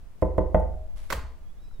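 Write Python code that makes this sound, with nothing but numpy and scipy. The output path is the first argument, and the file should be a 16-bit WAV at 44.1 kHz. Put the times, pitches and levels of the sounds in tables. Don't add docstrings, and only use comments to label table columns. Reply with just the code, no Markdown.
import sys
import numpy as np
from scipy import signal
from scipy.fft import rfft, irfft
from scipy.io import wavfile
from scipy.ndimage import uniform_filter1d

SR = 44100
rng = np.random.default_rng(int(sys.argv[2]) if len(sys.argv) > 2 else 0)


def store_pcm(level_fs):
    pcm = np.round(np.clip(level_fs, -1, 1) * 32767).astype(np.int16)
    wavfile.write(sys.argv[1], SR, np.atleast_2d(pcm).T)


def gain_from_db(level_db):
    decades = np.asarray(level_db, float) / 20
    return 10 ** decades


N = 79380

# start_s, force_db, contact_ms, spot (0 = near the rail, 1 = mid panel)
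KNOCKS = [
    (0.2231, -14.5, 1.386, 0.013),
    (0.3812, -14, 1.364, 0.087),
    (0.545, -9, 1.224, 0.79),
]
# pitch_hz, rail_db, mid_panel_db, t60_s, left_minus_right_db
LEAF = [(49.9, -10.5, -13, 0.82, -10.5), (53.7, -33.5, -27.5, 0.57, -9), (72.28, -10, -15.5, 0.86, 4.5),
        (84, -6.5, -14.5, 0.15, -10), (142.3, -15, -12.5, 0.19, 4.5), (179.1, -16, -18, 0.21, -13.5),
        (220.6, -32, -19.5, 0.33, 0.5)]
LEAF_SIGNS = [
    [1, 1, 1, 1, 1, 1, 1],
    [1, -1, 1, 1, 1, 1, 1],
]
# pitch_hz, rail_db, mid_panel_db, t60_s, left_minus_right_db
PANEL = [(310, -8.5, -21.5, 0.19, 4.5), (348.4, -7, -21.5, 0.09, 10), (406, -8, -22, 0.19, -5.5),
         (495.8, 0.5, -8, 0.082, 3), (534.6, 4.5, -4.5, 0.048, -8), (631.5, -4.5, -11.5, 0.16, 2.5),
         (613.6, -3.5, 0.7, 0.095, 1.8), (708, -18, 1, 0.024, -12.5), (889, -2.5, -7.5, 0.068, -6),
         (999, 0, -18, 0.05, -13), (1270, -22, -39.5, 0.055, -5.5), (626, -36.5, -28.5, 0.93, 3.5),
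         (888, -35.5, -35, 0.7, 6), (756, -25, -26, 0.52, -5.5)]
PANEL_SIGNS = [
    [1, 1, 1, -1, 1, 1, 1, -1, 1, 1, 1, 1, 1, -1],
    [1, -1, 1, -1, 1, 1, 1, -1, 1, 1, 1, 1, -1, -1],
]
# pitch_hz, rail_db, mid_panel_db, t60_s, left_minus_right_db
CAVITY = [(350, -24.5, -31, .5, 1.5), (445, -28, -28.5, 0.45, -0.5), (493, -28, -27, 0.35, 4),
          (547.5, -33.5, -27, .35, -1), (622, -36.5, -28, 0.9, -8), (714, -42.5, -26, 0.72, -2),
          (729, -35.5, -26, .35, 0.5), (1021, -10, -22.5, 0.15, 0.5), (1116, -22, -31.5, .15, -2.5),
          (1214, -23.5, -25.5, .3, -2.5), (661, -44, -29.5, 0.57, -4), (828, -33, -20, 0.49, 7.5),
          (882, -31.5, -22, 0.38, 0), (385.6, -22.5, -32, .35, -0.5)]
# pitch_hz, level_db, t60_s
SKIN = [(1488, 3, 0.027), (1660, -14.5, 0.035), (1952, 0.5, 0.03), (1795, -5, 0.027), (2166, -9.5, 0.031),
        (2070, -4.5, 0.05), (2780, -15.5, 0.038), (3223, -12, 0.017), (3730, -17, 0.016),
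        (2380, -13, 0.031), (1300, -3, 0.045), (1373, -11, 0.066), (1500, -13, 0.037)]
# start_s, level_db, pitch_share (of the lock modes), left_minus_right_db, crack_db
SLIPS = [
    (1.0979, -53, 2.7, -12, 0),
    (1.1022, -27, 1.5, -8, 1.5),
    (1.1046, -33, 1.704, -11.5, -5),
    (1.1078, -37.5, 1.9, -19.5, 5),
    (1.1154, -39.5, 1.4, 9, 5),
    (1.1236, -27.5, 1.13, 2, -2),
    (1.1242, -32.5, 1.52, 0, 8),
    (1.1274, -26, 1.45, 0.5, 5.5),
    (1.1312, -29.5, 0.753, -10, -5.5),
    (1.1357, -37, 3.1, -3, -5),
]
# pitch_hz, level_db, t60_s
LOCK = [(732, -1.5, .02), (1034, 3, 0.016), (1370, -4.5, 0.02), (1760, -17, 0.012), (2254, -11.5, .015),
        (2830, -23, 0.016), (3600, -10.5, 0.0059), (5130, -39, 0.0034), (8450, -11, 0.0036)]
# pitch_hz, level_db, t60_s
PLATE = (545, -13, 0.091)
# start_s, length_s, pitch_hz, level_db, left_minus_right_db
CASE_RINGS = [
    (1.1025, 0.0044, 1460, -30, -7),
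    (1.1238, 0.0051, 999, -20, -1.5),
]
# start_s, level_db
RATTLES = [
    (.2255, -59),
    (.247, -66.5),
    (.259, -68.5),
    (.384, -67.5),
    (0.5447, -57),
    (.554, -62),
    (.568, -64.5),
    (.598, -65.5),
    (.601, -58.5),
]
# start_s, level_db, pitch_hz, t60_s
TAP = (1.711, -50, 1400, .014)
# start_s, level_db, pitch_hz, rise_s, t60_s
THUDS = [
    (1.142, -28, 67.2, 0.0041, 0.43),
    (1.176, -22, 62.2, 0.0033, 0.18),
    (1.237, -28, 64, 0.003, 0.297),
    (1.7925, -13.5, 37.8, 0.017, 0.17),
]
# start_s, pitch_hz, level_db
HINGE = [
    (1.45, 3300, -80),
    (1.462, 3300, -77),
    (1.48, 3223, -81.5),
    (1.505, 3400, -73),
    (1.525, 3500, -78),
    (1.568, 3390, -78),
    (1.614, 3860, -73.5),
    (1.722, 3970, -71),
    (1.79, 3600, -74),
]
# pitch_hz, level_db, start_s, length_s
OVERTONES = [
    (5350, -4, 1.61, .06),
    (4980, -1.5, 1.64, .05),
    (7800, -10, 1.62, .08),
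    (2500, -3, 1.65, .04),
    (5250, -4, 1.71, .045),
]
# start_s, length_s, level_db
RUBS = [
    (0.216, 0.01, -59.5),
    (0.377, 0.0095, -59),
    (0.961, 0.076, -59),
    (1.027, 0.1, -63),
]
# pitch_hz, level_db (per Hz)
RUB = [(300, -18), (600, 1), (2400, -3.5), (7500, -11.5), (11000, -9.5), (13500, -19.5), (16000, -25.5)]
# pitch_hz, t60_s
HALL = [(50, 0.47), (250, 0.53), (660, 0.54), (1740, 0.45), (4590, 0.42), (12100, 0.23), (16000, 0.24)]
# pitch_hz, level_db (per Hz)
FLOOR = [(60, -2.5), (110, 2.5), (200, -1.5), (400, -7.5), (900, -11.5), (1800, -18), (4000, -25),
         (16000, -31)]
# pitch_hz, likeness
SAME = [(60, 0.98), (240, 0.6), (950, 0.25), (3770, 0.048), (15000, -0.017)]
# pitch_hz, level_db (per Hz)
RUMBLE = [(5, 0), (12, -3.5), (28, -6.5), (60, -20), (110, -28), (200, -81)]
# pitch_hz, likeness
RUMBLE_SAME = [(10, 0.55), (100, 0.35)]
# time_s, level_db
SWAY = [(0, -38.5), (.2, -46), (0.501, -36.5), (.85, -34.5), (1.052, -34), (1.3, -39), (1.55, -42),
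        (1.8, -37)]


def evened(x):
    return x / np.sqrt(np.mean(x ** 2) + 1e-20)


def read(points, hz):
    f, value = np.transpose(points)
    return np.interp(np.log(hz + 1), np.log(f + 1), value)


def add(mix, start_s, sound):
    part = mix[..., round(start_s * SR):][..., :sound.shape[-1]]
    part += sound[..., :part.shape[-1]]


def lean(level_db, pan_db):
    return gain_from_db(level_db + np.array([[pan_db], [-pan_db]]) / 2)


def ring(hz, db, t60, t):
    return gain_from_db(db - 60 * t / t60) * np.cos(2 * np.pi * hz * t)


def noise(spectrum, same):
    hz = np.fft.rfftfreq(N, 1 / SR)
    a, b = rfft(rng.standard_normal((2, N)))
    likeness = np.clip(read(same, hz), -1, 1)
    right = likeness * a + np.sqrt(1 - likeness ** 2) * b
    return evened(irfft(np.array([a, right]) * gain_from_db(read(spectrum, hz)), N))


def knock(force_db, contact_ms, spot):
    t = np.arange(SR) / SR
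    push = np.sin(np.pi * np.arange(0, 1, 1000 / SR / contact_ms)) ** 2
    door = signal.fftconvolve(wood(spot, t), push[None] / push.sum(), axes=1)[:, :SR]
    skin = np.zeros(SR)
    for hz, db, t60 in SKIN:
        detuned_hz = hz * rng.uniform(0.93, 1.02)
        skin += gain_from_db(db - 60 * t / t60) * np.sin(2 * np.pi * detuned_hz * t)
    skin *= np.minimum(t / 0.0025, 1)
    tick = np.diff(rng.standard_normal((2, SR + 1))) * np.exp(-t / 0.0059) * np.minimum(t / 0.0026, 1)
    skin_gain = gain_from_db(-23 + 4 * spot)
    tick_gain = gain_from_db(-49.5 - 7 * spot)
    return gain_from_db(force_db) * (door + skin_gain * skin + tick_gain * tick)


def wood(spot, t):
    cavity_signs = np.ones((2, len(CAVITY)))
    groups = [(LEAF, LEAF_SIGNS, 0.0002, 0), (PANEL, PANEL_SIGNS, 1 / SR, 0), (CAVITY, cavity_signs, 0.0072, 5.5)]
    out = np.zeros((2, len(t)))
    for modes, signs, rise_s, flutter_db in groups:
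        for (hz, rail_db, mid_db, t60, pan_db), sign in zip(modes, np.transpose(signs)):
            beat = np.interp(t * 29.4, np.arange(100), rng.standard_normal(100))
            db = rail_db + (mid_db - rail_db) * spot + flutter_db * beat
            mode = ring(hz, db, t60, t) * (1 - np.exp(-t / rise_s))
            out += sign[:, None] * lean(0, pan_db) * mode
    return out


def latch():
    t = np.arange(SR // 2) / SR
    out = np.zeros((2, N))
    jolt = signal.fftconvolve(wood(0.78, t), np.hanning(90)[None] / 45, axes=1)[:, :len(t)]
    jolt = signal.sosfilt(signal.butter(2, 110, "high", fs=SR, output="sos"), jolt)
    for s, db, share, pan_db, crack_db in SLIPS:
        slip = ring(*PLATE, t) + crack(crack_db, t)
        for k, (hz, mode_db, t60) in enumerate(LOCK):
            slip += (-1) ** k * gain_from_db(mode_db - 60 * t / t60) * np.sin(2 * np.pi * hz * share * t)
        add(out, s, lean(db, pan_db) * slip + gain_from_db(db - 6) * jolt * rng.choice([-1, 1]))
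    for s, length, hz, db, pan_db in CASE_RINGS:
        u = t[t < length]
        swell = np.sin(np.pi * (u / length) ** 1.67)
        add(out, s, lean(db, pan_db) * swell * np.sin(2 * np.pi * hz * u))
    for s, db in RATTLES:
        tick = signal.lfilter([1, 0, -1], [1], rng.standard_normal(len(t) + 1))[None, 1:]
        add(out, s, gain_from_db(db) * tick * np.exp(-t / 0.0022))
    s, db, hz, t60 = TAP
    add(out, s, ring(hz, db, t60, t)[None] * np.minimum(t / 0.0017, 1))
    return out


def crack(crack_db, t):
    same = 0.53
    left, other = signal.lfilter([1], [1, -0.79], rng.standard_normal((2, len(t))))
    burst = np.array([left, same * left + np.sqrt(1 - same ** 2) * other])
    return gain_from_db(-7.5 + crack_db) * burst * np.exp(-t / 0.004) * np.minimum(t / 0.00054, 1)


def thuds():
    t = np.arange(SR // 2) / SR
    out = np.zeros(N)
    for s, db, hz, rise, t60 in THUDS:
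        add(out, s, gain_from_db(db - 60 * t / t60) * np.sin(2 * np.pi * hz * t) * (1 - np.exp(-t / rise)))
    return out


def hand():
    stroke = np.zeros(N)
    for s, length, db in RUBS:
        phase = np.arange(0, 1, 1 / SR / length)
        add(stroke, s, gain_from_db(db) * np.sin(np.pi * phase ** 0.55) ** 0.5)
    grain = gain_from_db(2.6 * evened(uniform_filter1d(rng.standard_normal(N), 200)))
    return stroke * grain * noise(RUB, SAME)


def hinge():
    t = np.arange(N) / SR
    s, hz, db = np.transpose(HINGE)
    waver = evened(uniform_filter1d(rng.standard_normal((len(OVERTONES) + 2, N)), 600))
    turn = 2 * np.pi * np.cumsum(np.interp(t, s, hz) + 15 * waver[0]) / SR
    tone = np.sin(turn) * np.clip(np.minimum(t - s[0], s[-1] - t) / 0.0097, 0, 1)
    for (side_hz, side_db, start, length), side_waver in zip(OVERTONES, waver[2:]):
        gate = abs(np.sin(np.pi * np.clip((t - start) / length, 0, 1))) ** 0.5
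        side_turn = 2 * np.pi * np.cumsum(side_hz + 50 * side_waver) / SR
        tone = tone + gain_from_db(side_db) * gate * np.sin(side_turn)
    return tone * gain_from_db(np.interp(t, s, db) - 0.5 + 3.2 * waver[1])


def hall(x, reach=1):
    same = 0.61
    taps = np.zeros((2, SR))
    at = np.arange(200, SR - 20, 20) + rng.integers(0, 20, (2, (SR - 201) // 20))
    np.put_along_axis(taps, at, rng.choice([-1., 1.], at.shape), 1)
    taps[1] = same * taps[0] + np.sqrt(1 - same ** 2) * taps[1]
    hz, t, z = signal.stft(taps, SR, nperseg=512)
    z = z * gain_from_db(-60 * t / reach / read(HALL, hz)[:, None])
    z = z / np.linalg.norm(z[0], axis=1)[:, None]
    z = z * (hz > 100)[:, None]
    tail = signal.istft(z, SR, nperseg=512)[1]
    return signal.fftconvolve(x[None], tail / np.linalg.norm(tail[0]), axes=1)[:, :N]


def house():
    s, db = np.transpose(SWAY)
    sway = gain_from_db(np.interp(np.arange(N) / SR, s, db))
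    return gain_from_db(-59.5) * noise(FLOOR, SAME) + sway * noise(RUMBLE, RUMBLE_SAME)


def scene():
    door = np.zeros((2, N))
    for s, *blow in KNOCKS:
        add(door, s, knock(*blow))
    lock = latch() + hand()
    door_wet = sum(hall(gain_from_db(-9.5) * side, reach=0.92) for side in door)
    turn = 2 * np.pi * 90 * np.arange(N) / SR
    lock_wet = sum(hall(gain_from_db(-10) * side * share) for share in (np.cos(turn), np.sin(turn)) for side in lock)
    return door + lock + thuds() + hinge() + door_wet + lock_wet + house()


def top_cut(x):
    return signal.sosfilt(signal.butter(12, 15950, fs=SR, output="sos"), x)


def record(dry):
    lowpass = signal.firwin(1023, 15850, window=("kaiser", 9), fs=SR)
    mix = signal.oaconvolve(dry, lowpass[None], "same")
    return top_cut(mix)


dry = scene()
out = record(dry)
store_pcm(out)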